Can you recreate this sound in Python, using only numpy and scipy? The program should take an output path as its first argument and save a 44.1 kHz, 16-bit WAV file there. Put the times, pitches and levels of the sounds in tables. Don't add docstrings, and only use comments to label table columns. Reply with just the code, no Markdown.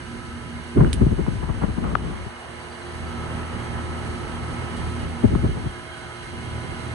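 import sys
import numpy as np
from scipy import signal
from scipy.fft import rfft, irfft
from scipy.io import wavfile

SR = 44100
rng = np.random.default_rng(int(sys.argv[2]) if len(sys.argv) > 2 else 0)


def pcm_store(signal):
    levels = np.round(np.clip(np.atleast_2d(signal), -1, 1) * 32767)
    wavfile.write(sys.argv[1], SR, levels.astype(np.int16).T)


N = 306054
TIME_S = np.arange(N) / SR
FREQS_HZ = np.maximum(np.arange(N // 2 + 1) * SR / N, 1)
COMPRESSOR_HZ, BLADE_PASS_HZ, MAINS_HZ, CUTOFF_HZ = 58.76, 81.4, 60.0, 11800

# (time [s], level [dB])
LOW_PATH = [(0, -38.5), (.72, -37), (1.3, -44.5), (2.35, -46.5), (2.93, -40.5), (3.03, -33.5), (5.2, -31.5),
            (5.62, -35), (5.76, -42.5), (6.22, -42.5), (6.3, -34), (6.94, -33)]
# (time [s], rush [dB], hiss [dB])
RUSH_PATH = [(0.0, -46, -46.5), (2.1, -41.5, -48), (2.85, -41.5, -46.5), (3.2, -37.5, -45.5),
             (4.8, -37.5, -44), (5.8, -44.5, -47), (6.94, -40, -44.5)]
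# (frequency [Hz], left [dB], right [dB])
AIR_SPECTRUM = [(27, -19, -28), (39, 7, 10), (83.4, 10, 8), (199, -2, 4.5), (373, -7.5, 0.5),
                (626, -13, -9.5), (860, -9.5, -6), (1230, -11, -11), (2010, -14, -11), (2450, -19, -14.5),
                (2880, -36, -14), (3680, -23, -21.5), (4040, -22, -18.5), (5660, -29, -27.5),
                (6270, -25.5, -25), (7340, -35, -35), (8180, -27.5, -19), (9770, -45, -21),
                (10810, -64, -30.5), (12770, -70, -58.5)]
# (frequency [Hz], in-phase part [1], left-leading quadrature part [1])
PORT_COHERENCE = [(70, 0.12, -0.63), (260, 0.85, -0.23), (850, 0.32, 0.57), (1400, 0.34, 0.3),
                  (2100, -0.2, -0.23), (2850, -0.34, 0.32), (4300, 0.34, -0.32), (5000, -0.58, 0.44),
                  (5500, -0.53, 0.09), (5900, 0.5, -0.36), (6750, 0.86, 0.1), (7170, -0.8, -0.01),
                  (7600, 0.37, -0.3), (8300, -0.5, 0.02)]
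# (multiple [1], left [dB], right [dB])
BLADE_LINES = [(1, -35.5, -37.5), (2, -45, -41.5), (5, -57, -53)]
# (frequency [Hz], width [Hz], level [dB], left-right [dB], slope [dB/s])
PANEL_MODES = [(2146, 49, -58, -7.5, 0.7), (2927, 74, -56.5, 1.5, 0), (3220, 69, -63, -2, 1.07)]
# (time [s], level [dB])
COIL_PATH = [(0, -47.5), (2.4, -56)]
# (time [s], level [dB])
OPENING_PATH = [(0, -53), (.32, -46.5), (.65, -55), (2.8, -55), (3.15, -44.5), (4.7, -45.3), (5.3, -49.5)]
# (multiple [1], starting gain on the low sound [dB], slope [dB/s])
MOTOR_LINES = [(2, -13.5, 0.8), (4, -5, -1.5)]
# (shaft multiple [1], left [dB], right [dB], gain beside the casing [dB])
COMPRESSOR_LINES = [(6, -52, -42.5, -1.5), (11, -56, -53, 0), (13, -57, -57, 0), (17, -49.5, -50, -1),
                    (21, -57.5, -59, 4), (25, -60, -57, 6), (26, -58, -57, 2), (29, -59, -56, -1),
                    (30, -61, -57, 0), (33, -63, -59, 5), (36, -65, -59, 5), (37, -66, -61, 5),
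                    (49, -65, -62, 4), (50, -61, -57, -5), (55, -70, -63, 2), (69, -69, -64, 5)]
# (time [s], gain [dB], beside the casing [0-1])
COMPRESSOR_PATH = [(2.5, -3.5, 0), (3.2, 0, 0), (5.1, 0, 0), (5.9, 0, 1)]
# (start [s], end [s], entry level [dB], fade [dB/s])
EXHAUST_CROSSINGS = [(0.766, 2.258, -19.5, 7), (5.24, 5.68, -18.5, 25)]
# (frequency [Hz], level [dB])
EXHAUST_SPECTRUM = [(25, -13), (60, 7.5), (140, -10.5), (260, -11.5), (600, -31.5), (2000, -82)]
# (time [s], half length [s], thump [dB], left-right [dB], flutter [dB])
EDDIES = [(0.781, 0.016, -7.5, 0.5, -28), (0.814, 0.005, -3, 3, -21.5), (0.829, 0.018, -15, 11, -34),
          (0.863, 0.013, -18, -9, -33), (0.977, 0.041, -24, 0, -42), (1.018, 0.0054, -6.5, 8, -30.5),
          (1.034, 0.003, -7.5, -2, -54), (1.069, 0.0046, -9, 6, -46), (1.121, 0.012, -14.5, 7, -54),
          (1.196, 0.015, -17, 8, -35), (1.283, 0.0036, -17, 17.5, -31), (1.437, 0.0084, -28, 19.5, -32),
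          (1.497, 0.0079, -19.5, 12, -31), (1.627, 0.007, -21, 13, -27.5),
          (1.643, 0.0044, -17.5, 13, -23.5), (1.693, 0.013, -23.5, 6, -35), (1.784, 0.0073, -24.5, 16, -34),
          (1.847, 0.047, -23.5, 4, -31), (1.928, 0.026, -23, 3, -40), (2.06, 0.07, -28, 4, -38.5),
          (2.267, 0.0056, -27.5, 7, -59), (4.51, 0.02, -30, 1, -55), (5.038, 0.016, -31.5, 7, -55),
          (5.247, 0.0079, -7, 10.5, -29.5), (5.329, 0.016, -16, 1, -50), (5.358, 0.0053, -18, 17, -33),
          (5.448, 0.015, -13.5, -0.5, -30), (5.494, 0.01, -20, -1, -49), (5.577, 0.011, -28.5, -3, -35.5),
          (5.662, 0.0096, -21, 3, -38)]
# (frequency [Hz], level [dB])
THUMP_SPECTRUM = [(20, -40), (35, 7.5), (60, 2), (160, 1.5), (280, -8), (420, -12), (600, -38.5),
                  (1200, -81)]
# (frequency [Hz], level [dB])
FLUTTER_SPECTRUM = [(300, 11), (600, 9.5), (1200, 8), (1700, -1.5), (2400, -10.5), (6000, -49)]
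# (time [s], peak [dB], ring [Hz], t60 [s], left-right [dB])
TICKS = [(.847, -20, 1480, 0.0088, -8), (1.265, -21.5, 1020, 0.0067, -3), (1.777, -27, 1080, .008, 10),
         (1.842, -22, 1250, 0.0074, 7), (1.915, -27, 1040, 0.0086, 5), (1.953, -22, 2550, 0.003, 11),
         (1.9535, -18, 757, 0.014, 18), (5.352, -19, 1090, 0.0047, -8)]
# (time [s], level [dB], decay [s], left-right [dB])
SCRUNCHES = [(.9305, -20, .0016, -9), (.9363, -30, .003, -8), (.939, -33.5, .011, -7),
             (4.765, -43, .018, -9)]
# (frequency [Hz], level [dB])
SCRUNCH_SPECTRUM = [(700, -19), (2000, 22.5), (4200, 21.5), (6500, 11), (9300, 27.5), (11500, -1),
                    (13000, -19)]
# (time [s], length [s], peak [dB], start pitch [Hz], end pitch [Hz], left-right [dB])
FINGER_SLIP = (1.9528, .0046, -11.5, 1520, 980, 19)
# (time [s], pitch [Hz], peak [dB])
CHIRP_NOTES = [(2.61, 4570, -54), (2.72, 4610, -48), (2.731, 4060, -50.5), (2.828, 4060, -48),
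               (2.872, 4600, -52), (2.885, 4020, -49), (2.985, 4050, -49), (3.072, 4580, -50)]
# (time [s], half length [s], level [dB], centre [Hz], width [Hz], glide [Hz/s])
RIM_RUSH = (5.95, .19, -46, 1530, 150, -500)


def from_db(db):
    return 10 ** (np.asarray(db) / 20)


def panned(pan_db):
    return from_db([[pan_db / 2], [-pan_db / 2]])


def unit_rms(x):
    return x / np.sqrt(np.mean(x ** 2) + 1e-20)


def bell(x):
    return np.exp(-np.minimum(abs(x), 10) ** 2)


def over_time(rows):
    times_s, *columns = np.transpose(rows)
    return np.array([np.interp(TIME_S, times_s, c) for c in columns])


def over_frequency(rows):
    hz, *columns = np.transpose(rows)
    return np.array([np.interp(np.log(FREQS_HZ), np.log(hz), c) for c in columns])


def drift(rate_hz):
    hop, settle = 100, 1000
    pole = np.exp(-2 * np.pi * rate_hz * hop / SR)
    white = rng.standard_normal(N // hop + settle + 2)
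    slow = signal.lfilter([1], [1, -2 * pole, pole * pole], white)[settle:]
    return np.interp(np.arange(N) / hop, np.arange(len(slow)), unit_rms(slow - slow.mean()))


def coloured(spectrum, coherence):
    shared, own = rng.standard_normal(N), rng.standard_normal((2, N))
    white = np.sqrt(coherence) * shared + np.sqrt(1 - coherence) * own
    return unit_rms(irfft(rfft(white) * from_db(over_frequency(spectrum)), N))


def resonance(hz, width_hz):
    white = rfft(rng.standard_normal((2, N)))
    return unit_rms(irfft(white / (1 + (2 * (FREQS_HZ - hz) / width_hz) ** 2), N))


def levelled(x, window_s):
    window = np.hanning(int(window_s * SR))
    power = signal.fftconvolve(x ** 2, [window / window.sum()], mode="same")
    return x / np.sqrt(np.maximum(power, 1e-9))


def buzz(base_hz):
    lines = np.zeros((2, len(FREQS_HZ)), complex)
    bins = np.round(np.arange(base_hz, CUTOFF_HZ, base_hz) * N / SR).astype(int)
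    lines[:, bins] = rng.standard_normal((2, len(bins))) + 1j * rng.standard_normal((2, len(bins)))
    return lines * N * np.sqrt(base_hz / SR / 2)


def harmonics(base_hz, lines, waver_db, waver_hz, wander_rad, left_lead_s=0):
    out = np.zeros((2, N))
    for multiple, left_db, right_db in lines:
        hz = multiple * base_hz
        phase = 2 * np.pi * (hz * TIME_S + rng.random()) + wander_rad * drift(1.07)
        swell = np.sqrt(2) * from_db(waver_db * drift(waver_hz))
        out[0] += swell * from_db(left_db) * np.sin(phase + 2 * np.pi * hz * left_lead_s)
        out[1] += swell * from_db(right_db) * np.sin(phase)
    return out


def air(low_db, rush_db, hiss_db, rumble_edge_hz=424, hiss_edge_hz=1925):
    right, own = rfft(rng.standard_normal((2, N)))
    in_phase, quadrature = over_frequency(PORT_COHERENCE)
    coherence = in_phase + 1j * quadrature
    left = coherence * right + np.sqrt(np.maximum(1 - abs(coherence) ** 2, 0)) * own
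    compressor_rasp = from_db(-8.5) * buzz(COMPRESSOR_HZ) * (FREQS_HZ > rumble_edge_hz)
    motor_buzz = from_db(-20) * buzz(2 * MAINS_HZ) * (FREQS_HZ > 2 * hiss_edge_hz)
    noise = (np.array([left, right]) + compressor_rasp + motor_buzz) * from_db(over_frequency(AIR_SPECTRUM))
    low = 1 / (1 + (FREQS_HZ / rumble_edge_hz) ** 6)
    high = 1 - 1 / (1 + (FREQS_HZ / hiss_edge_hz) ** 6)
    rumble, rush, hiss = [unit_rms(irfft(noise * band, N)) for band in (low, 1 - low - high, high)]
    motor_pull = 1 + 0.031 * np.sin(4 * np.pi * MAINS_HZ * TIME_S)
    rush *= from_db(rush_db + 0.7 * drift(8))
    hiss *= from_db(hiss_db + 0.5 * drift(8)) * motor_pull
    rumble *= from_db(low_db - 2.5 + 1.46 * drift(8)) * panned(-2.5)
    return rumble + rush + hiss


def blades(low_db, nearness_db):
    gain_db = -5.5 + 0.96 * (low_db - low_db.mean()) + 0.45 * nearness_db
    return from_db(gain_db) * harmonics(BLADE_PASS_HZ, BLADE_LINES, waver_db=2.2, waver_hz=8,
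                                        wander_rad=0.34, left_lead_s=-0.0017)


def panels(nearness_db):
    out = 0
    for hz, width_hz, db, pan_db, db_per_s in PANEL_MODES:
        rattle_db = 2.4 * drift(12)
        gain = from_db(db + db_per_s * TIME_S + rattle_db + 0.2 * nearness_db)
        out += gain * panned(pan_db) * resonance(hz, width_hz)
    return out


def coil():
    return from_db(over_time(COIL_PATH)) * resonance(hz=1570, width_hz=210)


def opening_whine(hz=22 * COMPRESSOR_HZ, rough_db=2.5):
    port_phase_rad = np.array([[1], [0]])
    tone = np.sqrt(2) * np.sin(2 * np.pi * hz * TIME_S + drift(2.1) / 2 + port_phase_rad)
    roughness = from_db(rough_db) * resonance(hz, width_hz=115)[0]
    return from_db(over_time(OPENING_PATH)) * unit_rms(tone + roughness)


def motor_hum(low_db, left_db=-2, right_db=1):
    out = 0
    for multiple, db, db_per_s in MOTOR_LINES:
        gain = from_db(low_db + db + db_per_s * TIME_S)
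        line = [(multiple, left_db, right_db)]
        for base_hz in (MAINS_HZ, COMPRESSOR_HZ):
            out += gain * harmonics(base_hz, line, waver_db=1, waver_hz=8.6, wander_rad=0.22)
    return out


def compressor():
    gain_db, beside = over_time(COMPRESSOR_PATH)
    lines = [(multiple, left_db + beside * side_db, right_db + beside * side_db)
             for multiple, left_db, right_db, side_db in COMPRESSOR_LINES]
    return from_db(gain_db) * harmonics(COMPRESSOR_HZ, lines, waver_db=2.1, waver_hz=2.7,
                                        wander_rad=0.45, left_lead_s=0.00018)


def exhaust(edge_s=0.022, gain_db=-3.5, windward_db=5):
    envelope = 0
    for start_s, end_s, entry_db, fade_db_per_s in EXHAUST_CROSSINGS:
        inside = (np.tanh((TIME_S - start_s) / edge_s) - np.tanh((TIME_S - end_s) / edge_s)) / 2
        fade_db = fade_db_per_s * np.clip(TIME_S - start_s, 0, end_s - start_s)
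        envelope += inside * from_db(entry_db - fade_db + gain_db)
    rumble = levelled(coloured(EXHAUST_SPECTRUM, coherence=0.21), window_s=0.065)
    return envelope * panned(windward_db) * rumble


def falling(x, lag_cycles=0.794, undelayed_hz=212.5):
    turns = lag_cycles * (np.log(FREQS_HZ) - FREQS_HZ / undelayed_hz)
    return irfft(rfft(x) * np.exp(-2j * np.pi * turns), N)


def slosh(hz=564, half_width_hz=220):
    ring = irfft(rfft(rng.standard_normal(N)) * bell((FREQS_HZ - hz) / half_width_hz), N)
    return unit_rms(np.array([ring, -ring]))


def buffeting(wake_s=0.031, wake_db=-15.5, slosh_db=-18, flutter_lead_s=0.0046, flutter_rise_s=0.0052):
    thump_power, flutter_power = np.zeros((2, N)), np.zeros(N)
    for at_s, half_s, db, pan_db, flutter_db in EDDIES:
        near = abs(TIME_S - at_s) < 0.25
        age_s = TIME_S[near] - at_s
        span_s = half_s * np.where(age_s < 0, 0.75, 1)
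        wake = from_db(wake_db) ** 2 * (age_s > 0) * np.exp(-abs(age_s) / wake_s)
        thump_power[:, near] += (from_db(db) * panned(pan_db)) ** 2 * (bell(age_s / span_s) + wake)
        flutter_age_s = age_s + flutter_lead_s
        flutter_span_s = np.where(flutter_age_s < 0, flutter_rise_s, half_s + flutter_lead_s)
        flutter_power[near] += from_db(flutter_db) ** 2 * bell(flutter_age_s / flutter_span_s)
    pressure = levelled(coloured(THUMP_SPECTRUM, coherence=0.39), window_s=0.016)
    thump = falling(np.sqrt(thump_power) * pressure)
    flutter = np.sqrt(flutter_power) * coloured(FLUTTER_SPECTRUM, coherence=0.047) * from_db(drift(180))
    hollow = from_db(slosh_db) * np.sqrt(thump_power.mean(axis=0)) * slosh()
    return thump + flutter + hollow


def ticks(rise_s=0.00011):
    out = 0
    for at_s, db, hz, t60_s, pan_db in TICKS:
        age_s = np.clip(TIME_S - at_s, 0, 0.1)
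        envelope = (1 - np.exp(-age_s / rise_s)) * from_db(-60 * age_s / t60_s)
        ring = envelope * np.sin(2 * np.pi * hz * age_s)
        out += from_db(db) * panned(pan_db) * ring / abs(ring).max()
    return out


def scrunches(grain_db=3):
    envelope = 0
    for at_s, db, decay_s, pan_db in SCRUNCHES:
        decay = (TIME_S > at_s) * np.exp(-np.minimum(abs(TIME_S - at_s) / decay_s, 20))
        envelope += from_db(db) * panned(pan_db) * decay
    grit = coloured(SCRUNCH_SPECTRUM, coherence=0.15) * from_db(grain_db * drift(110))
    return envelope * unit_rms(grit)


def squeak():
    at_s, length_s, db, start_hz, end_hz, pan_db = FINGER_SLIP
    progress = np.clip((TIME_S - at_s) / length_s, 0, 1)
    hz = start_hz + (end_hz - start_hz) * progress
    phase = 2 * np.pi * np.cumsum(hz * (TIME_S > at_s)) / SR
    envelope = np.interp(progress, [0, 0.22, 0.85, 1], [0, 1, 0.45, 0])
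    return from_db(db) * panned(pan_db) * envelope * np.sin(phase)


def chirps(half_s=0.008, repeat_s=0.028, repeat_db=-4):
    out = 0
    for at_s, hz, db in CHIRP_NOTES:
        age_s = TIME_S - at_s
        envelope = bell(age_s / half_s) + from_db(repeat_db) * bell((age_s - repeat_s) / half_s)
        out += from_db(db) * envelope * np.sin(2 * np.pi * hz * TIME_S)
    return out


def rim():
    at_s, half_s, db, hz, width_hz, glide_hz_per_s = RIM_RUSH
    age_s = TIME_S - at_s
    band = signal.hilbert(resonance(hz, width_hz)[0])
    gliding = np.real(band * np.exp(1j * np.pi * glide_hz_per_s * age_s ** 2))
    return from_db(db) * bell(age_s / half_s) * gliding


def scene():
    low_db, = over_time(LOW_PATH)
    rush_db, hiss_db = over_time(RUSH_PATH)
    nearness_db = rush_db - rush_db.mean()
    unit = air(low_db, rush_db, hiss_db) + blades(low_db, nearness_db) + panels(nearness_db)
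    unit += coil() + opening_whine() + motor_hum(low_db) + compressor() + rim()
    return unit + exhaust() + buffeting() + ticks() + scrunches() + squeak() + chirps()


def record(dry):
    highpass = signal.butter(4, 43, "high", fs=SR, output="sos")
    lowpass = signal.ellip(10, 0.1, 70, CUTOFF_HZ, fs=SR, output="sos")
    return signal.sosfilt(lowpass, np.tanh(signal.sosfilt(highpass, dry)))


dry = scene()
out = record(dry)
pcm_store(out)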